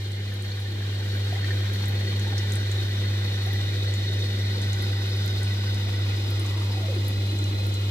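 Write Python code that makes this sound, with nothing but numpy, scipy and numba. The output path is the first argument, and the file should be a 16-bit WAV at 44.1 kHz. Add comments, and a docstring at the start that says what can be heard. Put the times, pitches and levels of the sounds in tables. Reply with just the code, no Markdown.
"""A tiled bathroom, just above the rim of a toilet cistern refilling with its lid off.
Over a 100 Hz hum like a water pump's, the inlet jet hisses, churns and spatters, and the tank's
resonances come and go as the water rises. Fine bubbles fizz, droplets plink, large bubbles glug.
Near the end the water closes an air gap under the fittings, whose hollow note slides down."""
import sys
import numpy as np
from scipy import signal
from scipy.fft import rfft, irfft, next_fast_len
from scipy.io import wavfile
from scipy.ndimage import uniform_filter1d
from numba import njit

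SR = 44100
rng = np.random.default_rng(int(sys.argv[2]) if len(sys.argv) > 2 else 0)


def to_wav(s):
    """Save 16-bit WAV."""
    ch = np.atleast_2d(s).T  # columns
    pcm = np.round(np.clip(ch, -1, 1) * 32767)  # PCM
    wavfile.write(sys.argv[1], SR, pcm.astype(np.int16))


N = 348390
TIME = np.arange(N) / SR
FFT_SIZE = next_fast_len(N)
FREQS = np.arange(FFT_SIZE // 2 + 1) * SR / FFT_SIZE + 1e-6
BUILD_FROM_S, FULL_FLOW_S = 0.59, 1.32  # the inflow builds up, then holds


def undb(db):
    """Decibels to gain."""
    return 10 ** (np.asarray(db) / 20)


def eq_curve(points):
    """Gain at every frequency from (Hz, dB) points."""
    hz, db = np.transpose(points)
    return undb(np.interp(np.log(FREQS), np.log(hz), db))


def apply_eq(x, response):
    """Filter a sound by a frequency response."""
    return irfft(rfft(x, FFT_SIZE) * response, FFT_SIZE)[..., :N]


def unit_rms(x):
    """Scale to rms 1."""
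    return x / np.sqrt(np.mean(x ** 2))


def wander(rate_hz):
    """Smooth random modulation of rms 1 that moves about rate_hz times a second."""
    return unit_rms(apply_eq(rng.standard_normal(N), np.exp(-(FREQS / rate_hz) ** 2)))


def ramp(start_s, length_s):
    """A straight rise from 0 to 1 that then holds."""
    return np.clip((TIME - start_s) / length_s, 0, 1)


def inflow_db(rise_db):
    """A fader that climbs by rise_db to 0 dB as the flow builds up."""
    return rise_db * (ramp(BUILD_FROM_S, FULL_FLOW_S - BUILD_FROM_S) - 1)


@njit
def bandpass(x, hz, width_hz):
    """State-variable band-pass whose centre and width may move."""
    y, band_state, low_state = np.empty(len(x)), 0., 0.
    for i in range(len(x)):
        tuning, damping = np.tan(np.pi * hz[i] / SR), width_hz[i] / hz[i]
        band = (band_state + tuning * (x[i] - low_state)) / (1 + tuning * (tuning + damping))
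        band_state = 2 * band - band_state
        low_state += 2 * tuning * band
        y[i] = damping * band
    return y


def noise_band(hz, width_hz):
    """Noise band-passed twice around a pitch curve."""
    noise = rng.standard_normal(len(hz))
    return bandpass(bandpass(noise, hz, width_hz), hz, width_hz)


def burst(hz, spread, fade_s):
    """A short splash of noise around one pitch, different at each ear."""
    t = TIME[:SR // 20]
    centre_hz = np.full(len(t), float(hz))
    width_hz = spread * centre_hz * np.sinc(2 * hz / SR)
    ears = [unit_rms(noise_band(centre_hz, width_hz)) for _ in range(2)]
    return np.array(ears) * np.exp(-t / fade_s)


def walls(x, t60_s, wet_db):
    """Dense echoes from hard glazed walls, different at each ear."""
    t = TIME[:SR // 2]
    tail = rng.standard_normal((2, len(t))) * np.exp(-np.log(1000) * t / t60_s)
    tail *= undb(wet_db) / np.sqrt(np.sum(tail ** 2, axis=1, keepdims=True))
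    echoes = signal.fftconvolve(x, tail, axes=1)[:, :N]
    return (x + echoes) / np.sqrt(1 + undb(wet_db) ** 2)


def add(out, start_s, sound):
    """Mix a short sound in at start_s."""
    start = max(int(start_s * SR), 0)
    out[:, start:start + sound.shape[-1]] += sound[..., :N - start]


# The hum's harmonic stack: harmonic_number, level_db, left_minus_right_db
HUM_PARTIALS = [(1, 0, -0.24), (2, -22, 3.5), (3, -36.5, -4.5), (4, -37.5, -4), (5, -32.5, -16),
                (6, -64, 2), (8, -38, -4)]


def hum(pitch_hz=100.05, level_db=-25, throb_hz=3.5, throb_db=0.53):
    """A near-pure mains hum that throbs unevenly and whose weak overtones waver."""
    phase = 2 * np.pi * pitch_hz * TIME + 0.08 * wander(2)
    out = np.zeros((2, N))
    for harmonic, db, pan_db in HUM_PARTIALS:
        waver_db = 3 * wander(3.9) * (harmonic > 1)
        tone = np.sqrt(2) * np.sin(harmonic * phase + 2 * np.pi * rng.random())
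        out += undb([[db + pan_db / 2], [db - pan_db / 2]]) * tone * undb(waver_db)
    throb = unit_rms(np.sin(2 * np.pi * throb_hz * TIME + 2 * wander(1))) * ramp(0, FULL_FLOW_S)
    return out * undb(level_db + inflow_db(4.5) + throb_db * throb)


# Stereo width of the rushing water: frequency_hz, side_minus_mid_db
STEREO_WIDTH = [(60, 1), (150, -22), (330, -21), (600, 0), (1200, -0.5), (2200, 0), (4000, -0.5),
                (12000, 2)]
# Its pan across the spectrum: frequency_hz, left_minus_right_db
STEREO_PAN = [(150, -5), (350, 8), (520, -0.5), (900, 2), (2000, 2), (3600, 3.5), (4200, -2.5), (4800, 7.5),
              (7000, -3), (12000, 5.5)]


def turbulence():
    """Stereo noise of 0 dB per Hz: narrow in the low mids, scattered by the tank walls in the treble."""
    mid, side = rfft(rng.standard_normal((2, FFT_SIZE))) * np.sqrt(SR / 2)
    width, pan = eq_curve(STEREO_WIDTH), eq_curve(STEREO_PAN)
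    ears = np.array([(mid + width * side) * pan, mid - width * side])
    power = (1 + width ** 2) * (1 + pan ** 2) / 2
    return irfft(ears / np.sqrt(power), FFT_SIZE)[:, :N]


# EQ of the valve's bright hiss: frequency_hz, level_db
HISS_EQ = [(900, -86.5), (1500, -84), (2200, -88), (2750, -85), (3300, -76.5), (4000, -74.5), (4550, -79.5),
           (5500, -84), (7000, -88), (8300, -91), (9400, -96.5), (11800, -91.5), (13300, -96.5),
           (15800, -102)]


def jet(level_db=0.5):
    """The inlet valve hisses; reflections between the walls cut a fine comb into the noise."""
    hiss = apply_eq(turbulence(), eq_curve(HISS_EQ)) * undb(1.06 * wander(40))
    return walls(hiss, t60_s=.11, wet_db=-6) * undb(level_db + inflow_db(3.5))


# Tank resonances, each strongest as the water passes one height:
# pitch_hz, width_hz, level_db, peak_s, half_length_s, phase_between_ears_rad
TANK_RESONANCES = [(320, 77, -64, 6.92, 0.91, 0.5), (364.4, 78, -65.5, 2.9, 2.8, 0.5),
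                   (920, 74, -78, 7, 2.7, 1.6), (1386, 106, -72.5, 6.4, 3.3, 2.5),
                   (1521, 74, -68.5, 5.23, 0.68, 1.8), (1563, 226, -71.5, 2, 1.8, 1.9),
                   (1810, 83, -69.5, 2.4, 2.46, 1.5), (1960, 95, -68, 4, 2.6, 1),
                   (2100, 99, -74, 2.1, 8.1, -1.5), (2343, 100, -77, 0.67, 4.3, 0),
                   (2514, 85, -69.5, 11, 6.7, 2), (2916, 166, -73.5, 2.5, 10, 2),
                   (3174, 103, -74, 1.3, 1.45, -0.5), (3484, 164, -70, 4.4, 3.6, 4),
                   (3720, 128, -64.5, 4.3, 1.77, 1.95), (3900, 180, -72, 3, 3.4, 2.5),
                   (4060, 123, -65.5, 7.5, 0.28, -1.5), (4100, 81, -73, 5.1, 2.8, -0.5),
                   (4343, 118, -67, 2.7, 2.3, -1.9), (4880, 620, -77, 5.7, 1.1, 4.5),
                   (5550, 900, -82.5, 3.8, 2.2, -2)]


def standing_waves(level_db=1.39):
    """The jet keeps the tank ringing; each resonance swells and fades as the water climbs."""
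    out = np.zeros((2, N))
    drive = rfft(rng.standard_normal(FFT_SIZE)) * np.sqrt(SR / 2)
    for hz, width_hz, db, peak_s, half_length_s, phase_rad in TANK_RESONANCES:
        response = 1 / (1 + 1j * (FREQS ** 2 - hz ** 2) / (FREQS * width_hz)) ** 2
        ring = np.roll(drive, rng.integers(len(drive))) * response
        ears = irfft([ring * np.exp(1j * phase_rad), ring], FFT_SIZE)[:, :N]
        swell = 1 / np.sqrt(1 + ((TIME - peak_s) / half_length_s) ** 4)
        out += ears * swell * undb(db + 1.8 * wander(30))
    return out * undb(level_db + inflow_db(2.5))


# EQ of the underwater rumble: frequency_hz, level_db
CHURN_EQ = [(20, -85), (38, -72.5), (65, -63), (125, -69), (160, -66), (225, -70.5), (290, -68),
            (375, -68.5), (435, -73.5), (490, -71), (680, -76), (1000, -96.5), (2000, -105)]


def churn(level_db=0.4):
    """The jet stirs the water under the surface into a low, restless rumble."""
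    rumble = apply_eq(turbulence(), eq_curve(CHURN_EQ))
    return rumble * undb(level_db + inflow_db(5) + 1.17 * wander(13))


# EQ of the midrange spatter: frequency_hz, level_db
SPATTER_EQ = [(400, -100), (750, -79), (1100, -82), (1700, -85.5), (2400, -81.5), (5000, -105)]
# Its fader ride: time_s, level_db
SPATTER_SURGES = [(0, -7), (1.3, 0.5), (3.2, 1), (4.0, -3.5), (5.6, 1.5), (6.7, .5), (7.4, -3), (7.9, 0)]


def spatter():
    """Water spatters on the surface, fluttering fast within slow surges."""
    spray = apply_eq(turbulence(), eq_curve(SPATTER_EQ))
    surge_db = np.interp(TIME, *np.transpose(SPATTER_SURGES))
    return spray * undb(surge_db + 2.7 * wander(60))


def fizz(bubbles_per_s=32, level_db=-64):
    """Tiny bubbles burst at random, each at its own pitch, a few louder than the rest."""
    out = np.zeros((2, N))
    for when, pitch, strength in rng.random((int(bubbles_per_s * N / SR), 3)):
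        tick = burst(hz=5000 + 9000 * pitch, spread=.5, fade_s=.004)
        add(out, when * N / SR, undb(19 * strength ** 3) * tick)
    return out * undb(level_db + inflow_db(3.5))


# Cues for droplets and bursting bubbles: start_s, pitch_hz, level_db
POP_CUES = [(0.119, 8350, -42.5), (0.34, 10900, -43), (0.423, 8200, -39), (0.601, 10800, -42),
            (1.736, 11700, -39), (1.857, 7000, -36), (1.882, 12900, -33), (2.195, 6400, -35),
            (2.38, 4850, -28), (2.521, 6600, -33), (2.535, 11200, -36), (2.555, 8450, -32),
            (2.715, 6850, -33.5), (3.464, 11600, -38), (3.533, 13300, -38), (3.939, 6800, -37),
            (4.618, 7800, -37), (4.731, 6500, -33), (4.823, 11300, -37), (5.261, 11600, -37),
            (5.278, 4970, -34), (5.432, 8200, -33), (5.745, 5100, -35.5), (6.305, 11600, -35.5),
            (6.396, 9800, -33.5), (6.462, 6640, -37), (7.082, 11600, -30.5), (7.388, 7000, -39),
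            (7.441, 5600, -38), (7.668, 11500, -37), (7.741, 6800, -36.5)]


def pops():
    """Each droplet gives a sharp wide crack and a short plink; the larger, lower ones ring longer."""
    out = np.zeros((2, N))
    for start_s, hz, db in POP_CUES:
        crack = burst(hz, spread=1.6, fade_s=.0008)
        plink = burst(hz, spread=.45, fade_s=22 / hz)
        add(out, start_s, undb(db) * (np.sqrt(2) * crack + plink))
    return out


# Cues for large ringing bubbles, and for droplets whose plinks ring near 4 kHz: start_s, level_db, pitch_hz
GLUG_CUES = [(.276, -35, 4050), (.318, -34, 1720), (.516, -29, 4300), (.82, -38, 1650), (.994, -33, 820),
             (1.055, -35, 1850), (1.325, -29, 700), (1.354, -27, 2000), (1.359, -33, 751),
             (1.442, -30, 4300), (1.442, -26, 1850), (1.505, -24, 1780), (1.757, -33, 1900),
             (2.005, -33, 1850), (2.267, -32, 850), (2.325, -32, 780), (2.424, -35, 850),
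             (3.036, -32, 1960), (3.467, -31, 720), (4.034, -31, 4200), (4.521, -33, 3950),
             (5.674, -33, 2030), (6.614, -36, 1180), (6.884, -27, 510), (6.922, -29, 470),
             (6.964, -28, 340)]


def glugs(attack_s=.0015, fade_at_1khz_s=.009, pitch_rise_per_s=4, splash_db=-8):
    """Each large bubble or droplet splashes and rings briefly; a bubble's pitch rises as it nears the surface."""
    out, t = np.zeros((2, N)), TIME[:SR // 20]
    attack = 1 - np.exp(-t / attack_s)
    for start_s, db, hz in GLUG_CUES:
        fade_s = fade_at_1khz_s * np.sqrt(1000 / hz)  # larger, lower bubbles ring longer
        ring = np.exp(-t / fade_s) * np.sin(2 * np.pi * hz * (t + pitch_rise_per_s * t ** 2 / 2))
        splash = undb(splash_db) * burst(hz, spread=.5, fade_s=.008)
        add(out, start_s, undb(db) * attack * (ring + splash))
    return out


def air_gap(start_s=6.15, closed_s=6.98, open_hz=1460, closed_hz=311, closing_db=-35.5, murmur_db=-47):
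    """A pocket of air rings lower and louder as the rising water narrows its opening, then murmurs on."""
    opening = 1 - ramp(start_s, closed_s - start_s)
    # as in a bottle, pitch squared follows the open area
    hz = np.sqrt(closed_hz ** 2 + (open_hz ** 2 - closed_hz ** 2) * opening)
    note = noise_band(hz, width_hz=.17 * hz)
    note /= np.sqrt(uniform_filter1d(note ** 2, size=1500) + 1e-12)  # the stream drives it evenly
    lapping = undb(3 * wander(30))
    slide_db = closing_db - 10 * np.log2(hz / closed_hz)
    closed = ramp(closed_s, length_s=.03)
    level_db = (1 - closed) * slide_db + closed * murmur_db
    return note * lapping * undb(level_db) * ramp(start_s, length_s=.21)


def scene():
    """Water and bubbles inside the tank, the hum in the tiled room around it."""
    bubbles = walls(glugs(), t60_s=.07, wet_db=-5)
    ticks = walls(pops() + fizz(), t60_s=.15, wet_db=-3)
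    bed = hum() + jet() + standing_waves() + churn() + spatter()
    return bed + ticks + bubbles + air_gap()


def record(dry):
    """A steep high cut at 15.75 kHz on the whole mix."""
    return signal.sosfilt(signal.ellip(12, .1, 80, 15750, fs=SR, output="sos"), dry)


dry = scene()
out = record(dry)
to_wav(out)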